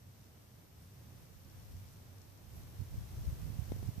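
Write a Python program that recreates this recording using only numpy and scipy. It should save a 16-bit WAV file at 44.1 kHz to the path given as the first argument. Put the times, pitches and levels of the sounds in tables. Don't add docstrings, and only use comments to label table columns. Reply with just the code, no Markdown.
import sys
import numpy as np
from scipy.fft import rfft, irfft, next_fast_len
from scipy.io import wavfile
from scipy.ndimage import uniform_filter1d, map_coordinates

SR = 44100
rng = np.random.default_rng(int(sys.argv[2]) if len(sys.argv) > 2 else 0)


def generate_wav(sig):
    pcm = np.round(np.clip(np.atleast_2d(sig).T, -1, 1) * 32767).astype(np.int16)
    wavfile.write(sys.argv[1], SR, pcm)


N = 176400

# time_s, level_db
BUFFET_LEFT = [(0, -75), (1.5, -66.5), (1.58, -50), (1.63, -66), (1.72, -50), (1.95, -69), (2.5, -66),
               (2.57, -54), (2.84, -54), (2.98, -43), (3.03, -41.5), (3.09, -53), (3.17, -42.5),
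               (3.29, -39.5), (3.38, -50), (3.64, -54), (3.72, -47.5), (4, -52)]
BUFFET_RIGHT = [(0, -71), (.85, -67), (1.3, -56.5), (1.62, -59), (1.73, -49), (2, -63), (2.42, -58.5),
                (2.56, -49.5), (2.76, -60), (2.81, -38), (2.88, -61), (2.95, -36), (3.03, -55), (3.14, -51),
                (3.23, -40), (3.37, -49), (3.42, -40), (3.6, -43), (3.65, -50), (3.69, -41), (3.89, -39),
                (3.93, -59), (4, -40)]
# centre_s, peak_db, half_width_s, side (0 left, 1 right)
EDDY_HITS = [(2.796, -30, .003, 1), (2.817, -28, 0.0021, 1), (2.98, -34, 0.0029, 0),
             (3.172, -34.5, 0.0041, 0), (3.273, -25, 0.0046, 0), (3.287, -28, 0.0026, 0),
             (3.326, -27.5, 0.0027, 1), (3.503, -32.5, 0.0014, 1), (3.591, -22, 0.0026, 1),
             (3.621, -28.5, 0.0031, 1), (3.882, -31, 0.0026, 1), (3.89, -26, 0.0017, 1),
             (3.981, -29, 0.0016, 1)]
# centre_s, peak_db, width_s
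TAP_HITS = [(3.7202, -23.5, 0.00071), (3.764, -36, 0.00093), (3.829, -34.5, 0.00067)]
# time_s, level_db
BACKGROUND_LEVEL = [(0.0, -74), (0.2, -73.5), (0.71, -74), (1.1, -71.5), (1.36, -72), (1.83, -70),
                    (1.92, -71.5), (2.45, -72.5), (2.57, -68.5), (2.7, -70), (3.27, -67.5), (3.85, -66.5),
                    (4.0, -68.5)]
# time_s, gain_db
DRONE_SWELLS = [(0, 5), (.04, -5.5), (.09, 5.5), (.17, -7.5), (.22, 4), (.34, -8), (.57, -0.5), (.68, -9),
                (.73, 2), (.88, -1.5), (.91, -2.5), (1.0, 1.5), (1.12, -0.5), (1.3, -7.5), (1.72, 2),
                (2.21, 0), (2.27, -4), (2.5, -1)]
# frequency_hz, correlation
AIR_LIKENESS = [(40, 0.13), (110, 1), (250, 0.43), (500, 0.098), (1200, 0.13), (3000, 0)]
# frequency_hz, relative_density_db
BUFFET_SPECTRUM = [(15, -24), (32, -9.5), (55, -2), (85, 1.5), (115, -4), (160, -11), (230, -23.5),
                   (400, -35.5), (1200, -56.5)]
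TICK_SPECTRUM = [(300, 7), (2000, -2), (4000, -8), (6000, -1), (7500, -22), (14000, -22)]
PUFF_SPECTRUM = [(1000, -29), (4500, -13), (5800, 0), (7500, -13), (10000, -1), (12800, 8), (14500, -2)]
AIR_SPECTRUM = [(20, -7.5), (60, 5), (120, 7.5), (200, 4.5), (320, -1), (550, -3.5), (1000, -9),
                (2000, -17), (5000, -29.5)]
DRONE_SPECTRUM = [(20, -34), (55, -19.5), (78, -9.5), (89, -7.5), (95, 2.5), (104, -7.5), (116, -9.5),
                  (127, -9), (140, -17), (175, -18.5), (230, -28.5), (500, -53)]
HISS_LEFT_SPECTRUM = [(300, -6), (2000, 2.5), (4200, 2), (5200, 3.5), (5900, 6.5), (6700, 0), (9000, -1),
                      (14500, -1)]
HISS_RIGHT_SPECTRUM = [(300, -4.5), (2000, 2.5), (4200, 1.5), (7000, -1), (10800, 0), (12200, 4),
                       (13300, 2), (14500, -3.5)]


def buffeting(lump_db=1.5):
    return np.array([amp(curve(wind) + lump_db * wobble(24.01)) * steadied(noise(BUFFET_SPECTRUM))
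                     for wind in (BUFFET_LEFT, BUFFET_RIGHT)])


def eddies():
    out, t = np.zeros((2, N)), np.arange(N) / SR
    for centre_s, peak_db, half_width_s, side in EDDY_HITS:
        push = np.exp(-((t - centre_s) / half_width_s) ** 2)
        out[int(side)] += amp(peak_db) * port(push)
    return out


def taps(soft_hz=1280, tick_db=-22.5, tick_t60_s=0.014, right_db=-24):
    out, t = np.zeros(N), np.arange(N) / SR
    for centre_s, peak_db, width_s in TAP_HITS:
        u = (t - centre_s) / width_s
        pull_push = u / (1 + u ** 2) ** 1.5
        bump = filtered(pull_push, lambda hz: 1 / (1 + (hz / soft_hz) ** 4))
        tick_decay = (t > centre_s) * amp(tick_db - 60 * np.abs(t - centre_s) / tick_t60_s)
        out += amp(peak_db) * (port(bump) + tick_decay * noise(TICK_SPECTRUM))
    return out * amp([[0], [right_db]])


def port(pressure, cut_hz=93.3, q=1.5):
    rung = filtered(pressure, lambda hz: -hz ** 2 / (cut_hz ** 2 - hz ** 2 + 1j * hz * cut_hz / q))
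    return rung / np.abs(rung).max()


def puff(centre_s=2.58, half_width_s=0.043, level_db=-63, left_db=-6):
    swell = np.exp(-((np.arange(N) / SR - centre_s) / half_width_s) ** 2)
    return amp(level_db) * swell * np.array([amp(left_db) * noise(PUFF_SPECTRUM), noise(PUFF_SPECTRUM)])


def grass(ticks_per_s=90, ring_hz=5600, q=5, gain_db=-4.5, spread_db=3, clump_db=2.5):
    ticks = (rng.random(N) < ticks_per_s / SR) * amp(spread_db * rng.standard_normal(N))
    ring = filtered(ticks, lambda hz: 1j * hz / (ring_hz ** 2 - hz ** 2 + 1j * hz * ring_hz / q))
    left = amp(gain_db) * unit(ring * amp(clump_db * wobble(13)))
    return np.array([left, np.zeros(N)])


def air(gain_db=10, flutter_db=0.82):
    def mid_side(hz):
        angle = np.arccos(np.clip(along(AIR_LIKENESS, hz), -1, 1)) / 2
        return amp(along(AIR_SPECTRUM, hz)) * [np.cos(angle), np.sin(angle)]
    mid, side = filtered(rng.standard_normal((2, N)), mid_side)
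    return amp(gain_db + flutter_db * wobble(12)) * unit(np.array([mid + side, mid - side]))


def drone(gain_db=15.5, waver_db=1.1, left_db=-1.5):
    swell = amp(gain_db + curve(DRONE_SWELLS) + waver_db * wobble(16))
    return swell * steadied(noise(DRONE_SPECTRUM)) * amp([[left_db], [0]])


def hiss(left_db=6.5, right_db=5, flutter_db=0.32):
    left = amp(left_db) * noise(HISS_LEFT_SPECTRUM)
    right = amp(right_db) * noise(HISS_RIGHT_SPECTRUM)
    return np.array([left, right]) * amp(flutter_db * wobble(14))


def whine(pitch_hz=12100, drift_hz=1.2, left_db=-18.5, right_db=0.5):
    phase = 2 * np.pi * np.cumsum(pitch_hz + drift_hz * wobble(4)) / SR
    return np.sqrt(2) * np.array([amp(left_db) * np.cos(phase), amp(right_db) * np.sin(phase)])


def amp(db):
    return 10 ** (np.asarray(db) / 20)


def unit(x):
    return x / np.sqrt(np.mean(x ** 2) + 1e-20)


def along(points, hz):
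    knots_hz, values = np.transpose(points)
    return np.interp(np.log(hz + 1), np.log(knots_hz + 1), values)


def curve(points):
    return np.interp(np.arange(N) / SR, *np.transpose(points))


def wobble(knots_per_s):
    return map_coordinates(rng.standard_normal(512), [np.arange(N) * knots_per_s / SR], mode="wrap")


def filtered(x, response):
    size = next_fast_len(N + SR // 2)
    return irfft(rfft(x, size) * response(np.fft.rfftfreq(size, 1 / SR)), size)[..., :N]


def noise(spectrum):
    return unit(filtered(rng.standard_normal(N), lambda hz: amp(along(spectrum, hz))))


def steadied(x, size=2205):
    return unit(x / np.sqrt(np.abs(uniform_filter1d(x ** 2, size)) + 1e-9))


def scene():
    background = amp(curve(BACKGROUND_LEVEL)) * (hiss() + grass() + air() + drone() + whine())
    return background + puff() + buffeting() + eddies() + taps()


def record(dry, top_hz=14550):
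    return filtered(dry, lambda hz: hz < top_hz)


dry = scene()
out = record(dry)
generate_wav(out)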